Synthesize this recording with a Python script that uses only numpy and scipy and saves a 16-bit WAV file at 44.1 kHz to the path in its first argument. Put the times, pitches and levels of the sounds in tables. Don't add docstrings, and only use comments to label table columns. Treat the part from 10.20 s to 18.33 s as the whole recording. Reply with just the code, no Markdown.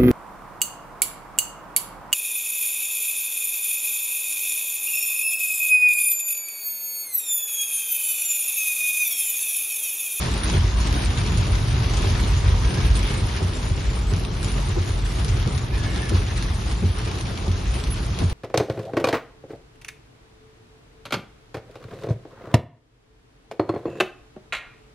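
import sys
import numpy as np
from scipy import signal
from scipy.fft import rfft, irfft, next_fast_len
from scipy.io import wavfile
from scipy.ndimage import uniform_filter1d, map_coordinates

SR = 44100
rng = np.random.default_rng(int(sys.argv[2]) if len(sys.argv) > 2 else 0)


def int16_out(signal):
    q = np.round(np.clip(np.atleast_2d(signal).T, -1, 1) * 32767)
    wavfile.write(sys.argv[1], SR, q.astype(np.int16))


N = 358533

# time in seconds, patter level in dB before a common offset.
RAIN_LEVEL = [(0, -32), (.15, -35.5), (.3, -33.5), (.52, -36.5), (.65, -35), (1.27, -35.5), (1.86, -34),
              (2.42, -36), (2.85, -35.5), (3.45, -38), (4.1, -42.5), (4.27, -37), (4.7, -39.5), (5.08, -38),
              (5.48, -40), (5.8, -38), (6.5, -39.5), (8.13, -40.5)]
# time in seconds, relative level in dB.
HEAVY_DROPS = [(0.1789, -27), (0.2348, -18), (0.2988, -18), (0.6029, -22), (0.7267, -22), (0.9744, -21),
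               (0.9855, -23), (1.014, -29), (1.1736, -22.5), (1.353, -24.5), (1.5282, -25), (1.7359, -23.5),
               (1.7716, -21), (1.82, -23), (2.0005, -26), (2.8293, -23), (3.1644, -24), (3.9364, -23),
               (3.9634, -24), (4.0501, -24.5), (4.2296, -22), (4.2448, -21.5), (4.2844, -25.5),
               (5.0463, -21.5), (5.0817, -24), (5.1994, -24.5), (5.275, -23), (5.378, -22.5), (5.76, -22),
               (5.894, -21), (6.225, -21.5), (6.5121, -26), (6.7864, -25), (6.876, -25), (6.914, -24.5),
               (7.0102, -23), (7.1755, -25), (7.3162, -25.5), (7.599, -28), (7.639, -23), (7.9883, -20.5),
               (8.098, -25)]
# centre frequency in Hz, rate in drops per second.
DROP_RANGES = [(1600, 260), (3200, 430), (5500, 360), (9500, 310)]
# frequency in Hz, relative density in dB per Hz.
PATTER_COLOUR = [(710, -30), (1200, -4), (1470, -1), (3580, -2.5), (6190, -8), (6800, -8.5), (7300, -14.5),
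                 (8300, -18.5), (9350, -7), (10300, -18), (11200, -9.5), (11900, -73), (22000, -120)]
# frequency in Hz, relative density in dB per Hz.
ROOF_SPECTRUM = [(90, -21), (150, -7.5), (175, -4), (230, -9), (290, -11.5), (350, -11), (430, -12),
                 (470, -16.5), (570, -18), (950, -19), (1250, -20.5), (1600, -33), (3500, -120)]
ROOF_DB, ROOF_FOLLOWS = -33.5, 0.62
HEAVY_TILT_DB = 2.5

# time in seconds, floor boom in dB, cabin boom in dB.
ROAD_LEVEL = [(0.0, -31, -30), (0.5, -23.5, -26.5), (1.04, -26.5, -22.5), (2.67, -18.5, -26),
              (3.03, -28, -30), (5.05, -26.5, -26.5), (8.02, -28.5, -30)]
# start in seconds, floor boom peak in dB, cabin boom peak in dB.
BUMPS = [(0.0, -36, -21), (0.33, -22, -34), (0.68, -23, -36), (1.3, -19, -35), (1.49, -47, -20),
         (1.82, -33, -20), (1.971, -40, -29), (2.1, -21, -25), (2.241, -84, -16.5), (2.609, -17, -19),
         (2.7, -17, -28), (3.0, -17.5, -24), (3.49, -19, -19), (3.62, -17.5, -27), (4.435, -31, -25),
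         (5.07, -30, -21.5), (5.58, -18, -22), (5.87, -20, -35), (7.451, -24, -30), (7.65, -24.5, -35)]
FLOOR_RISE_S, CABIN_RISE_S = 0.023, 0.031
# frequency in Hz, width in Hz, relative level in dB.
FLOOR_MODES = [(43.2, 9.3, 0.5), (61.7, 13.8, -1)]
# frequency in Hz, width in Hz, relative level in dB.
CABIN_MODES = [(77.5, 16.7, -4), (92.8, 16, -0.5), (126, 23.6, -3)]
# time in seconds, frequency in Hz, level in dB.
ENGINE_HUM = [(0, 56.9, -27), (3.2, 50, -37), (3.7, 47.06, -30.5), (5.2, 48, -25.5), (5.6, 50, -37),
              (8.13, 51.9, -57)]
# time in seconds, level in dB.
TYRE_LEVEL = [(0, -43.5), (1.5, -43.5), (3.3, -45.5), (4.2, -53), (8.13, -64)]
# frequency in Hz, width in Hz, relative level in dB.
TREAD_BANDS = [(946, 100, 2.5), (1244, 120, -4)]

# time in seconds, then relative levels in dB of
REVERSALS = [(0.344, -14, -20, -16, -30.5), (1.124, -16, -15, -32, -31.5), (1.848, -20, -26, -12, -24.5),
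             (2.559, -18.5, -13, -39, -35), (3.219, -36, -15, -16, -29.5), (3.917, -11, -22, -21.5, -31.5),
             (4.572, -23, -19, -19.5, -25), (5.272, -11.5, -23, -18, -27), (5.921, -17, -21, -13, -23.5),
             (6.633, -10, -27, -14.5, -30), (7.279, -17.5, -37, -14, -35), (8.02, -10, -15, -13.5, -25.5)]
# level in dB, rise in seconds.
LIP_FLAPS = [(-37.5, 0.008), (-42, 0.016)]
# frequency in Hz, width in Hz, relative level in dB.
SCUTTLE_MODES = [(163, 72, 7.5), (245, 180, -11)]
BOOM_HZ, BOOM_RISE_S = 89.5, 0.024
# start in seconds, end in seconds, frequency in Hz, width in Hz,
# relative level in dB, left-right difference in dB.
SQUEALS = [(2.43, 2.76, 1630, 130, -47, -10), (2.54, 2.72, 2150, 260, -47, -7),
           (2.77, 3.03, 2190, 160, -45, -7), (2.79, 2.95, 3500, 900, -41, -3),
           (5.515, 5.59, 1830, 200, -43, -4), (5.51, 5.6, 2380, 220, -44, -5),
           (5.52, 5.95, 1715, 100, -43, -3), (5.64, 5.94, 2190, 110, -46, -6)]
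TONE_SHARE = 0.45
# start in seconds, length in seconds, frequency in Hz, glide in Hz per second,
# level in dB, left-right difference in dB.
CHIRP = (7.698, .05, 10980, -6000, -33, -8)

# frequency in Hz, correlation of left and right.
CHANNEL_LIKENESS = [(60, 0.99), (130, 0.98), (270, 0.84), (570, 0.35), (1200, 0.11), (2550, 0.46),
                    (5400, 0.46), (11400, 0.11)]
# frequency in Hz, left-right difference in dB.
CHANNEL_LEAN = [(60, 0), (170, -1), (490, 1.5), (1400, 0.5), (4000, 1.5), (11400, 0.0)]
# frequency in Hz, phase lead of the left in radians.
CHANNEL_LEAD = [(300, -0.075), (780, 0.9), (1980, -0.63), (3190, 1), (3960, -0.43), (6800, -0.23)]
TOP_HZ = 12000


def amp(db):
    return 10 ** (np.asarray(db) / 20)


def unit(x):
    return x / np.sqrt(np.mean(x ** 2) + 1e-20)


def along(points, hz):
    f, values = np.transpose(points)
    return np.interp(np.log(hz + 1), np.log(f + 1), values)


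def curves(rows):
    seconds, *columns = np.transpose(rows)
    return [np.interp(np.arange(N) / SR, seconds, column) for column in columns]


def wobble(rate):
    knots = rng.standard_normal(int(N * rate / SR) + 4)
    return map_coordinates(knots, [np.arange(N) * rate / SR])


def swell(start, rise):
    u = np.arange(SR // 2) / (SR * rise)
    out, first = np.zeros(N + SR), max(round(start * SR), 0)
    out[first:first + len(u)] = u * np.exp(1 - u)
    return out[:N]


def filtered(x, response):
    m = next_fast_len(N + SR // 2)
    spectrum = rfft(x, m) * response(np.fft.rfftfreq(m, 1 / SR))
    return irfft(spectrum, m)[..., :N]


def modes(table):
    def response(f):
        total = 0
        for k, (centre, width, db) in enumerate(table):
            resonance = 1j * f * width / (centre ** 2 - f ** 2 + 1j * f * width)
            total = total + (-1) ** k * amp(db) * resonance
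        return total
    return response


def heard(envelope, colour):
    turn = lambda hz: np.arccos(np.clip(along(CHANNEL_LIKENESS, hz), -1, 1)) / 2
    scale = np.sqrt(np.mean(np.abs(colour(np.linspace(0, SR / 2, num=2 ** 15))) ** 2))
    split = lambda hz: colour(hz) / scale * [np.cos(turn(hz)), np.sin(turn(hz))]
    mid, side = filtered(rng.standard_normal((2, N)) * envelope, split)
    return np.array([mid + side, mid - side])


def dying(power, t60, tick=0):
    keep = amp(-120 / (t60 * SR))
    spread, brief = np.exp(-1 / (0.0068 * SR)), np.exp(-1 / (0.0005 * SR))
    ring = signal.lfilter([1 - spread], np.convolve([1, -keep], [1, -spread]), power)
    contact = signal.lfilter([1 - brief], np.convolve([1, -brief], [1, -brief]), power)
    return ring + tick * contact * np.e


def patter(per_s, spread_db, top_db, t60, tick):
    hits = rng.random(N) < per_s / SR
    sizes_db = np.minimum(spread_db * rng.exponential(size=N), top_db)
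    power = dying(hits * amp(2 * sizes_db), t60, tick)
    return power / power.mean()


def flicker(x, depth):
    hz, _, z = signal.stft(x, SR, nperseg=512)
    field = rng.standard_normal(z.shape[1:])
    field = uniform_filter1d(field, size=5, axis=0)
    field = unit(uniform_filter1d(field, size=9, axis=1))
    gain = amp(along(depth, hz)[:, None] * field)
    gain /= np.sqrt(np.mean(gain ** 2, axis=1, keepdims=True))
    return signal.istft(z * gain, SR, nperseg=512)[1][:, :N]


def rain():
    level_db, = curves(RAIN_LEVEL)
    gust_db = 0.3 * wobble(8.2) + 0.74 * wobble(25)
    heavy_s, heavy_db = np.transpose(HEAVY_DROPS)
    near = patter(per_s=170, spread_db=4.0, top_db=11.5, t60=0.034, tick=1.2)
    centres = np.log([hz for hz, _ in DROP_RANGES])
    glass, grid = 0, np.linspace(0, SR / 2, num=2 ** 12)
    for own, (hz, per_s) in zip(np.eye(len(centres)), DROP_RANGES):
        range_gain = lambda f: np.sqrt(np.interp(np.log(f + 1), centres, own))
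        colour = lambda f: amp(along(PATTER_COLOUR, f)) * range_gain(f)
        share = np.linalg.norm(colour(grid)) / np.linalg.norm(amp(along(PATTER_COLOUR, grid)))
        small = patter(per_s, spread_db=6.0, top_db=12.5, t60=0.014, tick=0.72)
        power = 0.5 + 0.43 * small + 0.38 * near
        tilt_db = HEAVY_TILT_DB * np.log2(hz / 3200)
        heavy = np.zeros(N)
        heavy[np.round(heavy_s * SR).astype(int)] = amp(2 * (heavy_db - 8.5 + tilt_db))
        heavy = dying(heavy, t60=0.028, tick=1.7)
        light = amp(2 * (level_db + 0.41 + gust_db)) * power
        glass = glass + share * heard(np.sqrt(light + heavy), colour)
    taps = patter(per_s=180, spread_db=2.5, top_db=7.5, t60=0.034, tick=0)
    roof_db = ROOF_DB + ROOF_FOLLOWS * (level_db - level_db.mean()) + 1.3 * gust_db
    roof = amp(roof_db) * np.sqrt(0.91 + 0.42 * taps)
    both = glass + heard(roof, lambda hz: amp(along(ROOF_SPECTRUM, hz)))
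    return flicker(both, [(200, 0.98), (1500, 1.08), (6000, 1.0), (8000, 9.4), (11000, 3.4)])


def road():
    floor_db, cabin_db = curves(ROAD_LEVEL)
    floor_bumps = sum((amp(db) * swell(s, FLOOR_RISE_S)) ** 2 for s, db, _ in BUMPS)
    cabin_bumps = sum((amp(db) * swell(s, CABIN_RISE_S)) ** 2 for s, _, db in BUMPS)
    floor = np.sqrt(amp(2 * floor_db) + floor_bumps) * amp(0.34 * wobble(4.4))
    cabin = np.sqrt(amp(2 * cabin_db) + cabin_bumps) * amp(1.35 * wobble(16))
    boom_band = lambda hz: (hz / 28) ** 3 / (1 + (hz / 28) ** 3) / (1 + (hz / 140) ** 6)
    floor_boom = heard(floor, lambda hz: modes(FLOOR_MODES)(hz) * boom_band(hz))
    return floor_boom + heard(cabin, lambda hz: modes(CABIN_MODES)(hz) * boom_band(hz))


def engine():
    hz, db = curves(ENGINE_HUM)
    phase = 2 * np.pi * np.cumsum(hz + 1.45 * wobble(5.5)) / SR
    return np.sqrt(2) * amp(db + 0.91 * wobble(6.6)) * np.sin(phase)


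def tyres():
    db, = curves(TYRE_LEVEL)
    colour = lambda hz: modes(TREAD_BANDS)(hz) / (1 + (hz / 1800) ** 4)
    return heard(amp(db + 1.2 * wobble(9)), colour)


def wipers():
    jolt, shudder, boom, flap, knock = np.zeros((5, N))
    for k, (s, first_db, second_db, boom_db, knock_db) in enumerate(REVERSALS):
        flap_db, flap_rise = LIP_FLAPS[k % 2]
        flap += amp(flap_db) * swell(s - 0.02, flap_rise)
        knock += amp(knock_db) * swell(s - 0.008, 0.0081)
        shudder += amp(first_db - 12.5) * swell(s - 0.022, 0.02)
        jolt[round((s + 0.004) * SR)] = amp(first_db + 33.5)
        jolt[round((s + 0.028) * SR)] = -amp(second_db + 38.0)
        boom += amp(boom_db) * swell(s, BOOM_RISE_S)
    soft = lambda table, hz_top: lambda hz: modes(table)(hz) / (1 + 1j * hz / hz_top) ** 3
    panel = filtered(jolt, soft(SCUTTLE_MODES, 250)) + heard(shudder, soft(SCUTTLE_MODES, 180))
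    linkage = heard(knock, soft([(364, 51, 0)], 910))
    lip = heard(flap, soft([(800, 350, 0)], 1640))
    cabin = boom * np.sin(2 * np.pi * BOOM_HZ * np.arange(N) / SR)
    return panel + linkage + lip + cabin


def panned(db, pan_db):
    return amp(db + pan_db / 2 * np.array([[1], [-1]]))


def squeals():
    t, out = np.arange(N) / SR, 0
    for start, end, hz, width_hz, db, pan_db in SQUEALS:
        fade = np.clip((t - start) / 0.012, 0, 1) * np.clip((end - t) / 0.04, 0, 1)
        slips = fade * unit(amp(1.5 * wobble(40)))
        phase = 2 * np.pi * np.cumsum(hz + 0.4 * width_hz * wobble(40)) / SR
        tone = slips * np.sqrt(2) * np.sin(phase)
        band = modes([(hz, width_hz, 0)])
        rough = heard(slips, lambda f: band(f) ** 2)
        sound = np.sqrt(TONE_SHARE) * tone + np.sqrt(1 - TONE_SHARE) * rough
        out = out + panned(db, pan_db) * sound
    return out


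def chirp():
    start, length, hz, glide, db, pan_db = CHIRP
    t = np.clip(np.arange(N) / SR - start, 0, length)
    tone = np.sin(np.pi * t / length) * np.sin(2 * np.pi * (hz + glide * t / 2) * t)
    return panned(db, pan_db) * tone


def scene():
    return rain() + road() + engine() + tyres() + wipers() + squeals() + chirp()


def record(dry):
    ports = np.array([[1], [-1]]) / 2
    colour = lambda hz: amp(along(CHANNEL_LEAN, hz) * ports)
    phase = lambda hz: np.exp(1j * along(CHANNEL_LEAD, hz) * ports)
    return filtered(dry, lambda hz: colour(hz) * phase(hz) * (hz < TOP_HZ))


dry = scene()
out = record(dry)
int16_out(out)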